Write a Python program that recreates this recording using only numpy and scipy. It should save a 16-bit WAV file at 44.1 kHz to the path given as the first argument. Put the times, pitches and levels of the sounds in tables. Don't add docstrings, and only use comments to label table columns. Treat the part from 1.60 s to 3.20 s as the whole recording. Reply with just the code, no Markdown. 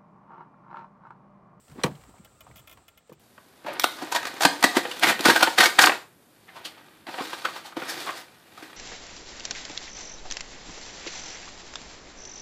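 import sys
import numpy as np
from scipy import signal
from scipy.fft import rfft, irfft
from scipy.io import wavfile
from scipy.ndimage import uniform_filter1d

SR = 44100
rng = np.random.default_rng(int(sys.argv[2]) if len(sys.argv) > 2 else 0)


def file_out(sig):
    cols = np.atleast_2d(sig).T
    lim = np.clip(cols, -1, 1)
    pcm = np.round(lim * 32767).astype(np.int16)
    wavfile.write(sys.argv[1], SR, pcm)


N = 70560
BEND_DELAY_S = 0.003757


def undb(db):
    return 10 ** (np.asarray(db) / 20)


def log_interp(table, hz, col=1):
    table = np.array(table)
    return np.interp(np.log(hz), np.log(table[:, 0]), table[:, col])


def fader(table, col=1):
    table = np.array(table)
    return undb(np.interp(np.arange(N) / SR, table[:, 0], table[:, col]))


def shaped_noise(gain):
    hz = np.maximum(np.fft.rfftfreq(N, 1 / SR), 1)
    noise = irfft(rfft(rng.standard_normal(N)) * gain(hz), N)
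    return noise / np.sqrt(np.mean(noise ** 2))


def table_noise(table):
    return shaped_noise(lambda hz: undb(log_interp(table, hz)) * (hz > table[0][0]) * (hz < table[-1][0]))


def wander(rate_hz):
    hold = int(SR / rate_hz)
    return uniform_filter1d(np.repeat(rng.standard_normal(N // hold + 1), hold), hold)[:N]


def burst(t, rise_s, t60_s):
    t = np.maximum(t, 0)
    return (1 - np.exp(-t / rise_s)) * 10 ** (-3 * t / np.maximum(t60_s, .002))


def open_air():
    air_spectrum = [(18, -42), (30, -1), (547, -8), (712, -19.5), (1380, -17.5), (3470, -18), (8300, -30.5),
                    (9470, -45), (15200, -37), (16500, -30)]
    hiss_level = [(0.0, -70), (0.128, -67), (0.284, -64.5), (0.614, -73), (1.01, -72), (1.14, -72.5),
                  (1.6, -92)]
    whirr_peaks = [(1240, 55, 0), (1370, 62, -0.5)]  # f/Hz, width/Hz, level/dB
    whirr_level = [(0, -80), (.4, -69.5), (.75, -71.5), (1, -70), (1.3, -74), (1.6, -81)]  # t/s, level/dB
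    hiss = shaped_noise(lambda hz: (hz > 4000) * (hz / 10000) ** -.3)
    whirr = shaped_noise(lambda hz: np.sqrt(sum(
        undb(2 * db) / (1 + ((hz - f) / (width / 2)) ** 2) ** 2 for f, width, db in whirr_peaks)))
    air = undb(-67.5) * table_noise(air_spectrum)
    return air + fader(hiss_level) * hiss + fader(whirr_level) * whirr


def insects():
    spectrum = [(3820, -30), (6500, -16), (6760, -16), (6990, -5.5), (7410, -2), (8410, -1), (8870, -9.5),
                (9010, -33), (9200, -27), (12000, -48), (20200, -120)]
    level = [(0, -68.5), (.5, -67.5), (1, -68.5), (1.3, -72.5), (1.6, -77.5)]  # t/s, level/dB
    throb = undb(1.8 * wander(50))
    return fader(level) * throb * table_noise(spectrum)


def hand_rub():
    levels = [(0, -60, -70.5), (.07, -66, -68), (.13, -53.5, -62), (.2, -55, -48.5), (.3, -42.5, -52.5),
              (.38, -56, -60), (.5, -62.5, -62.5), (.63, -58, -65), (.75, -64, -67), (.9, -57, -61),
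              (1.02, -65, -65.5), (1.2, -62.5, -67), (1.3, -75, -69), (1.44, -81, -73.5), (1.6, -67.5, -76)]
    low_spectrum = [(18, -29), (30, -7), (70, 3), (140, -2.5), (259, -7.5), (291, -6.5), (500, -19.5),
                    (650, -46), (1100, -120)]
    mid_spectrum = [(240, -28), (400, -3.5), (616, -3), (821, -3.5), (1230, -7), (1420, -10.5),
                    (2690, -16.5), (3940, -19), (7000, -34), (9100, -68), (15400, -120)]
    lows = fader(levels, col=1) * table_noise(low_spectrum) * undb(2.3 * wander(24.6))
    mids = fader(levels, col=2) * table_noise(mid_spectrum)
    return lows + mids * undb(1.37 * wander(40.4) + 2.8 * wander(300))


def knob_response():
    modes = [(641, -5, 0.043), (1076, -8, 0.053), (1356, -7, .05), (1792, -8.5, 0.036), (2123, -4, 0.035),
             (2446, -3.5, 0.035), (2600, -3.5, 0.035), (2984, -2.5, 0.037), (3322, 0, 0.029),
             (3554, -7, 0.033)]
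    hz, db, t60_s = np.array(modes).T[:, :, None]
    t = np.arange(SR // 10) / SR
    tap = (undb(db) * burst(t, 0.00081, t60_s) * np.sin(2 * np.pi * hz * t)).sum(axis=0)
    return tap / np.sqrt(np.sum(tap ** 2))


def latch():
    teeth = [(0.6467, -44, -55), (0.8058, -41, -52.5), (0.957, -43, -52.5), (0.9691, -44.5, -57.5),
             (0.9789, -51, -56), (0.9913, -46, -57), (1.0729, -42, -50.5), (1.0948, -44.5, -53),
             (1.1122, -45, -52.5), (1.1261, -46, -56), (1.2808, -44.5, -52.5), (1.3743, -47.5, -56.5),
             (1.5242, -48, -61), (1.5954, -55, -67)]
    snap_spectrum = [(2350, -35), (4000, -9.5), (6470, -8.5), (7020, -6.5), (7750, -11), (9380, -12.5),
                     (13800, -2), (16000, -8.5)]
    rise_s, rebound_s, rebound_db = .0015, .0062, -9
    t = np.arange(N) / SR

    def tick(s, t60_s):
        return burst(t - s, rise_s, t60_s) + undb(rebound_db) * burst(t - s - rebound_s, rise_s, t60_s)

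    drive = sum(undb(db) * tick(s, t60_s=.035) for s, _, db in teeth) * rng.standard_normal(N)
    snap_env = np.zeros(N)
    for s, snap_db, knob_db in teeth:
        tail = undb(-17.5) * burst(t - s, rise_s=0.0029, t60_s=0.086)
        snap_env += undb(snap_db) * (tick(s, t60_s=.016) + tail)
        drive[int((s + .0006) * SR)] += undb(knob_db + 20.5)
    snaps = snap_env * table_noise(snap_spectrum) * undb(1 + 1.8 * wander(2000))
    return snaps + undb(4) * signal.fftconvolve(drive, knob_response())[:N]


def lid_ring(level_db, weight, delay_s, t60_scale):
    modes = [(123, 1, 0.12), (147.7, 1, 0.15), (198.1, -0.5, 0.12), (258.7, -3.5, 0.085),
             (317.6, -7.5, 0.088), (352, -5.5, 0.12), (409, -7.5, 0.11), (495, 4, 0.048), (627, -5, 0.042),
             (734.4, -9.5, 0.1), (842, -17, 0.096), (932.4, -3.5, 0.089), (1096, 2, 0.033),
             (1236, -1, 0.029), (1590, -6, 0.052), (1937, 3, 0.025), (2310, -3.5, 0.055), (3110, 1, 0.036),
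             (4115, 5, 0.021), (5700, -1.5, 0.024), (8330, -1, 0.018), (10730, -9.5, 0.019)]
    hz, db, t60_s = np.array(modes).T[:, :, None]
    level_jitter, pitch_jitter = rng.standard_normal((2, len(modes), 1))
    age_s = np.arange(SR // 3) / SR - delay_s * np.sqrt(1000 / hz)
    polarity = (-1) ** np.arange(len(modes))[:, None]
    gain = undb(db + 3.2 * level_jitter) * weight(hz) * polarity
    env = burst(age_s, .5 / hz + 0.00027, t60_scale * t60_s)
    partials = gain * env * np.sin(2 * np.pi * hz * (1 + 0.0076 * pitch_jitter) * age_s)
    return undb(level_db) * partials.sum(axis=0) / np.sqrt(np.sum(gain ** 2))


def lid_blows():
    bumps = [(.08, -66, 388, 1.2, -50), (.097, -56, 600, 0.85, -52), (0.114, -36, 147, 0.43, -50.5),
             (0.152, -36, 304, 0.39, -73), (.165, -38, 300, 0.29, -73), (.181, -28.5, 275, 0.33, -65),
             (.184, -41, 1100, .8, -65), (.193, -33, 1190, 0.45, -72), (0.248, -18, 160, 0.62, -47),
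             (.259, -24, 1090, 0.86, -35), (.265, -18.5, 510, 1.3, -49), (.278, -27.5, 417, 1.34, -48.5),
             (.294, -31.5, 397, 0.82, -69), (.314, -29.5, 160, 0.34, -68), (.342, -35, 146, 0.25, -63),
             (0.353, -48, 3200, 0.26, -51), (.411, -54, 1200, 1.23, -54), (.436, -44, 1460, 0.74, -52),
             (.483, -42, 253, 0.39, -60), (0.492, -45.5, 510, 1.14, -57), (.539, -44.5, 800, 0.56, -76),
             (.555, -51.5, 1220, 0.54, -61), (.582, -55.5, 2600, 0.24, -54), (0.595, -40, 203, 0.49, -75),
             (.655, -51.5, 570, 0.54, -56), (0.674, -53, 1590, 0.14, -70), (.865, -39.5, 930, 0.44, -58),
             (0.886, -52, 119, 0.36, -62), (.9, -46, 613, 0.54, -67), (.912, -44, 1830, 0.43, -58),
             (0.957, -50.5, 201, 0.47, -70), (0.994, -43.5, 133, 0.22, -67), (1.172, -42.5, 1200, 1., -52),
             (1.183, -48, 600, 1.2, -77), (1.474, -69, 1980, 1., -59), (1.494, -35, 417, 0.77, -51),
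             (1.512, -37.5, 250, 0.68, -66), (1.518, -36.5, 570, 0.77, -73), (1.53, -56, 305, 0.44, -55),
             (1.553, -51, 129, 0.22, -72), (1.577, -57, 905, 0.83, -72)]
    shut_s, shut_db = .2338, -9
    hand_damping = 0.68
    out, scuff_env, t = np.zeros(N + SR), np.zeros(N), np.arange(N) / SR
    blows = [(shut_s, lid_ring(shut_db, np.ones_like, BEND_DELAY_S, t60_scale=1))]
    for s, db, hz, octaves, scuff_db in bumps:
        contact = lambda f: np.exp(-.5 * (np.log2(f / hz) / octaves) ** 2)
        blows.append((s, lid_ring(db, contact, delay_s=0.00027, t60_scale=hand_damping)))
        scuff_env += undb(scuff_db) * burst(t - s, rise_s=0.0015, t60_s=0.047)
    for s, blow in blows:
        out[int(s * SR):int(s * SR) + len(blow)] += blow
    return out[:N] + scuff_env * shaped_noise(lambda hz: (hz > 700) * hz ** -0.84)


def lid_slam():
    crack_spectrum = [(350, -35), (600, -10), (1750, -5.5), (2010, -9), (3680, -7.5), (3990, -10.5),
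                      (4910, -11.5), (10700, -25), (16000, -38)]
    decay = [(600, 0.15, -15, 0.25), (1470, 0.054, -13.5, 0.15), (3960, 0.032, -18, 0.13),
             (8700, 0.024, -6, 0.087), (15100, 0.073, -9, 0.1)]
    slam_s, gain_db = .2345, -22.5
    out, t = 0, np.arange(N) / SR
    for hz in 630 * 2 ** np.arange(0, 4.8, 1 / 3):
        age_s = t - slam_s - 0.87 * BEND_DELAY_S * np.sqrt(1000 / hz)
        t60_s, tail_db, tail_t60_s = (log_interp(decay, hz, col) for col in (1, 2, 3))
        env = burst(age_s, .001, t60_s) + undb(tail_db) * burst(age_s, 0.0037, tail_t60_s)
        band = shaped_noise(lambda f: np.exp(-(np.log2(f / hz) * 5) ** 2))
        chatter_db = 2.5 * wander(150)
        out += band * env * undb(log_interp(crack_spectrum, hz) + chatter_db) * np.sqrt(hz / 1000)
    return undb(gain_db) * out


def scene():
    return (lid_blows() + lid_slam() + latch() + hand_rub() + open_air() + insects())[None]


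def record(dry):
    low_cut = signal.sosfilt(signal.butter(3, 45, "high", fs=SR, output="sos"), dry)
    return signal.sosfilt(signal.ellip(10, .2, 70, 15900, fs=SR, output="sos"), low_cut)


dry = scene()
out = record(dry)
file_out(out)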